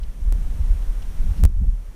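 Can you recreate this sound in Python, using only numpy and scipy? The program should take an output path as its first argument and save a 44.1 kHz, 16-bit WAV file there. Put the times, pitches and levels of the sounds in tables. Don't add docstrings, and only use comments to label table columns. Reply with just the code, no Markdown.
import sys
import numpy as np
from scipy import signal
from scipy.fft import rfft, irfft, next_fast_len
from scipy.io import wavfile

SR = 44100
rng = np.random.default_rng(int(sys.argv[2]) if len(sys.argv) > 2 else 0)


def inscribe(sig):
    pcm = np.round(np.clip(np.atleast_2d(sig).T, -1, 1) * 32767)
    wavfile.write(sys.argv[1], SR, pcm.astype(np.int16))


N = 85995
TIME = np.arange(N) / SR


def amp(db):
    return 10 ** (np.asarray(db) / 20)


def filtered(x, response):
    size = next_fast_len(N + SR // 2)
    freq_hz = np.fft.rfftfreq(size, 1 / SR)
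    return irfft(rfft(x, size) * response(freq_hz), size)[:N]


def noise(spectrum):
    freq_hz, gain_db = np.transpose(spectrum)
    white = rng.standard_normal(N)
    coloured = filtered(white, lambda hz: amp(np.interp(np.log(hz + 1), np.log(freq_hz), gain_db)))
    return coloured / coloured.std()


def faders(rows):
    time_s, *columns = np.transpose(rows)
    return [amp(np.interp(TIME, time_s, level_db)) for level_db in columns]


def pulse(centre_s, width_s):
    return np.exp(-.5 * ((TIME - centre_s) / width_s) ** 2)


def friction(strokes, spectrum):
    envelope = sum(amp(level_db) * pulse(centre_s, width_s) for centre_s, level_db, width_s in strokes)
    return envelope * noise(spectrum)


def rolling_wheel():
    # time_s, level_db
    rumble_levels = [(0, -22), (.18, -35.5), (.3, -27), (.5, -21), (.72, -21), (.85, -29), (1.1, -28),
                     (1.25, -22), (1.45, -29), (1.6, -20.5), (1.75, -31), (1.95, -36)]
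    shell_levels = [(0, -53.5), (.2, -48), (.37, -40.5), (.5, -45.5), (.62, -41.5), (.75, -48.5),
                    (1.05, -50), (1.19, -45), (1.24, -36.5), (1.33, -44), (1.44, -29.5), (1.49, -41.5),
                    (1.58, -54), (1.618, -33.5), (1.66, -38), (1.72, -46.5), (1.86, -60), (1.95, -49)]
    # freq_hz, gain_db
    rumble_spectrum = [(12, -1.5), (24, 3.5), (35, 8.5), (52, -1.5), (78, -8), (105, -17.5), (150, -38),
                       (300, -70), (900, -120)]
    shell_spectrum = [(60, -44), (110, -8), (150, 3.5), (175, -5.5), (198, -1.5), (225, -11), (290, -17),
                      (350, -25), (600, -39.5), (1500, -52), (5000, -120)]
    rumble = faders(rumble_levels)[0] * noise(rumble_spectrum)
    drumming = faders(shell_levels)[0] * noise(shell_spectrum)
    return rumble + drumming


def hiss():
    # time_s, dull_db, bright_db
    levels = [(0, -54, -61.5), (.17, -55, -61), (.3, -52.5, -59), (.36, -50.5, -57.5), (.72, -50, -56.5),
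              (1.1, -50, -57), (1.41, -49, -55.5), (1.465, -58.5, -64.5), (1.7, -58.5, -63),
              (1.95, -54.5, -62.5)]
    # freq_hz, gain_db
    dull_spectrum = [(60, -28), (200, 6), (500, 0), (1000, -4.5), (2000, -9), (3200, -13), (5200, -19),
                     (8000, -53), (15000, -51)]
    bright_spectrum = [(100, -16), (500, 6), (2500, -2.5), (5200, -3), (5450, 6.5), (7900, 1.5), (8250, 5),
                       (11000, 1.5), (15500, -1.5), (15800, -59)]
    dull_gain, bright_gain = faders(levels)
    return dull_gain * noise(dull_spectrum) + bright_gain * noise(bright_spectrum)


def claw_scratches():
    # centre_s, level_db, width_s
    strokes = [(.036, -51.5, .004), (.051, -81, 0.003), (.826, -57, .004), (1.026, -49, .0035),
               (1.17, -61, 0.0095), (1.385, -55.5, 0.011)]
    # freq_hz, gain_db
    spectrum = [(1500, -32), (2500, -4), (2950, 5), (3700, -3), (4300, -2), (5700, -1), (6300, -20),
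                (12000, -37)]
    return friction(strokes, spectrum)


def footfalls():
    # centre_s, strength_db, contact_width_ms
    landings = [(0.0912, -12, 6.2), (0.2202, -14, 3.54), (0.2562, -4.5, 7.9), (0.2779, -8.5, 3.87),
                (0.307, -6.5, 6.1), (.355, -12.5, 3.2), (0.452, -6.5, 6.3), (0.504, -13, 4.6),
                (0.5462, -12.5, 6.1), (0.5969, -15, 2.4), (0.6124, -10.5, 3.7), (0.641, -9.5, 5.3),
                (0.6705, -13.5, 5.8), (0.7025, -13.5, 3), (0.7444, -18, 3.9), (0.886, -4.5, 7.2),
                (1.0792, -5.5, 8.3), (1.1979, -3, 8.1), (1.2432, -4.5, 7.8), (1.2726, -27, 2.3),
                (1.2866, -19, 1.44), (1.3, -26.5, 2), (1.3099, -17, 2.1), (1.383, -14, 4.3),
                (1.4136, 0.5, 8.7), (1.4337, -7.5, 1.7), (1.4479, -5, 1.87), (1.5147, -15.5, 4.1),
                (1.5403, -9.5, 4.25), (1.566, -14.5, 3.4), (1.612, -16.5, 1.53), (1.6279, -13, 2.35),
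                (1.6583, -7.5, 7.7), (1.6827, -8.4, 3.53)]
    # pitch_hz, gain_db, t60_s
    modes = [(37.09, 0, .45), (55.3, .5, 0.16), (78, 5, 0.087), (147.5, -5.5, 0.093), (195, -10.5, 0.091)]
    force = np.zeros(N)
    for centre_s, strength_db, contact_width_ms in landings:
        push = pulse(centre_s, contact_width_ms / 1000)
        force += amp(strength_db) * push / push.sum()
    ring = np.zeros(N)
    for pitch_hz, gain_db, t60_s in modes:
        ring += amp(gain_db - 60 * TIME / t60_s) * np.sin(2 * np.pi * pitch_hz * TIME)
    boom = signal.fftconvolve(force, ring)[:N]
    low_cut_hz = 25.5
    return signal.lfilter(*signal.butter(1, low_cut_hz, "high", fs=SR), boom)


def body_scuffs():
    # centre_s, level_db, width_s
    strokes = [(.28, -51.5, .012), (.417, -48, 0.0072), (1.495, -43, 0.0047), (1.641, -37.5, 0.0074)]
    # freq_hz, gain_db
    spectrum = [(60, -20), (150, -3.5), (250, -1), (340, -16), (450, -15), (800, -26), (2000, -77),
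                (6000, -120)]
    return friction(strokes, spectrum)


def dry_clicks():
    # start_s, step_db
    clicks = [(0.3249, -23), (1.4377, -15), (1.4524, -15.5)]
    step_decay_s = 0.0028
    edge_db, edge_hz, edge_decay_s = 3, 8600, .00006
    step = np.exp(-TIME / step_decay_s)
    edge = amp(edge_db) * np.exp(-TIME / edge_decay_s) * np.cos(2 * np.pi * edge_hz * TIME)
    impulses = np.zeros(N)
    for start_s, step_db in clicks:
        impulses[round(start_s * SR)] = -amp(step_db)
    return signal.fftconvolve(impulses, step + edge)[:N]


def scene():
    mix = footfalls() + rolling_wheel() + claw_scratches() + body_scuffs() + hiss() + dry_clicks()
    return mix[None]


def record(dry):
    top_hz, taper_hz = 16700, 1200

    def roll_off(hz):
        return np.sin(np.pi / 2 * np.clip((top_hz - hz) / taper_hz, 0, 1)) ** 2

    return filtered(dry[0], roll_off)[None]


dry = scene()
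out = record(dry)
inscribe(out)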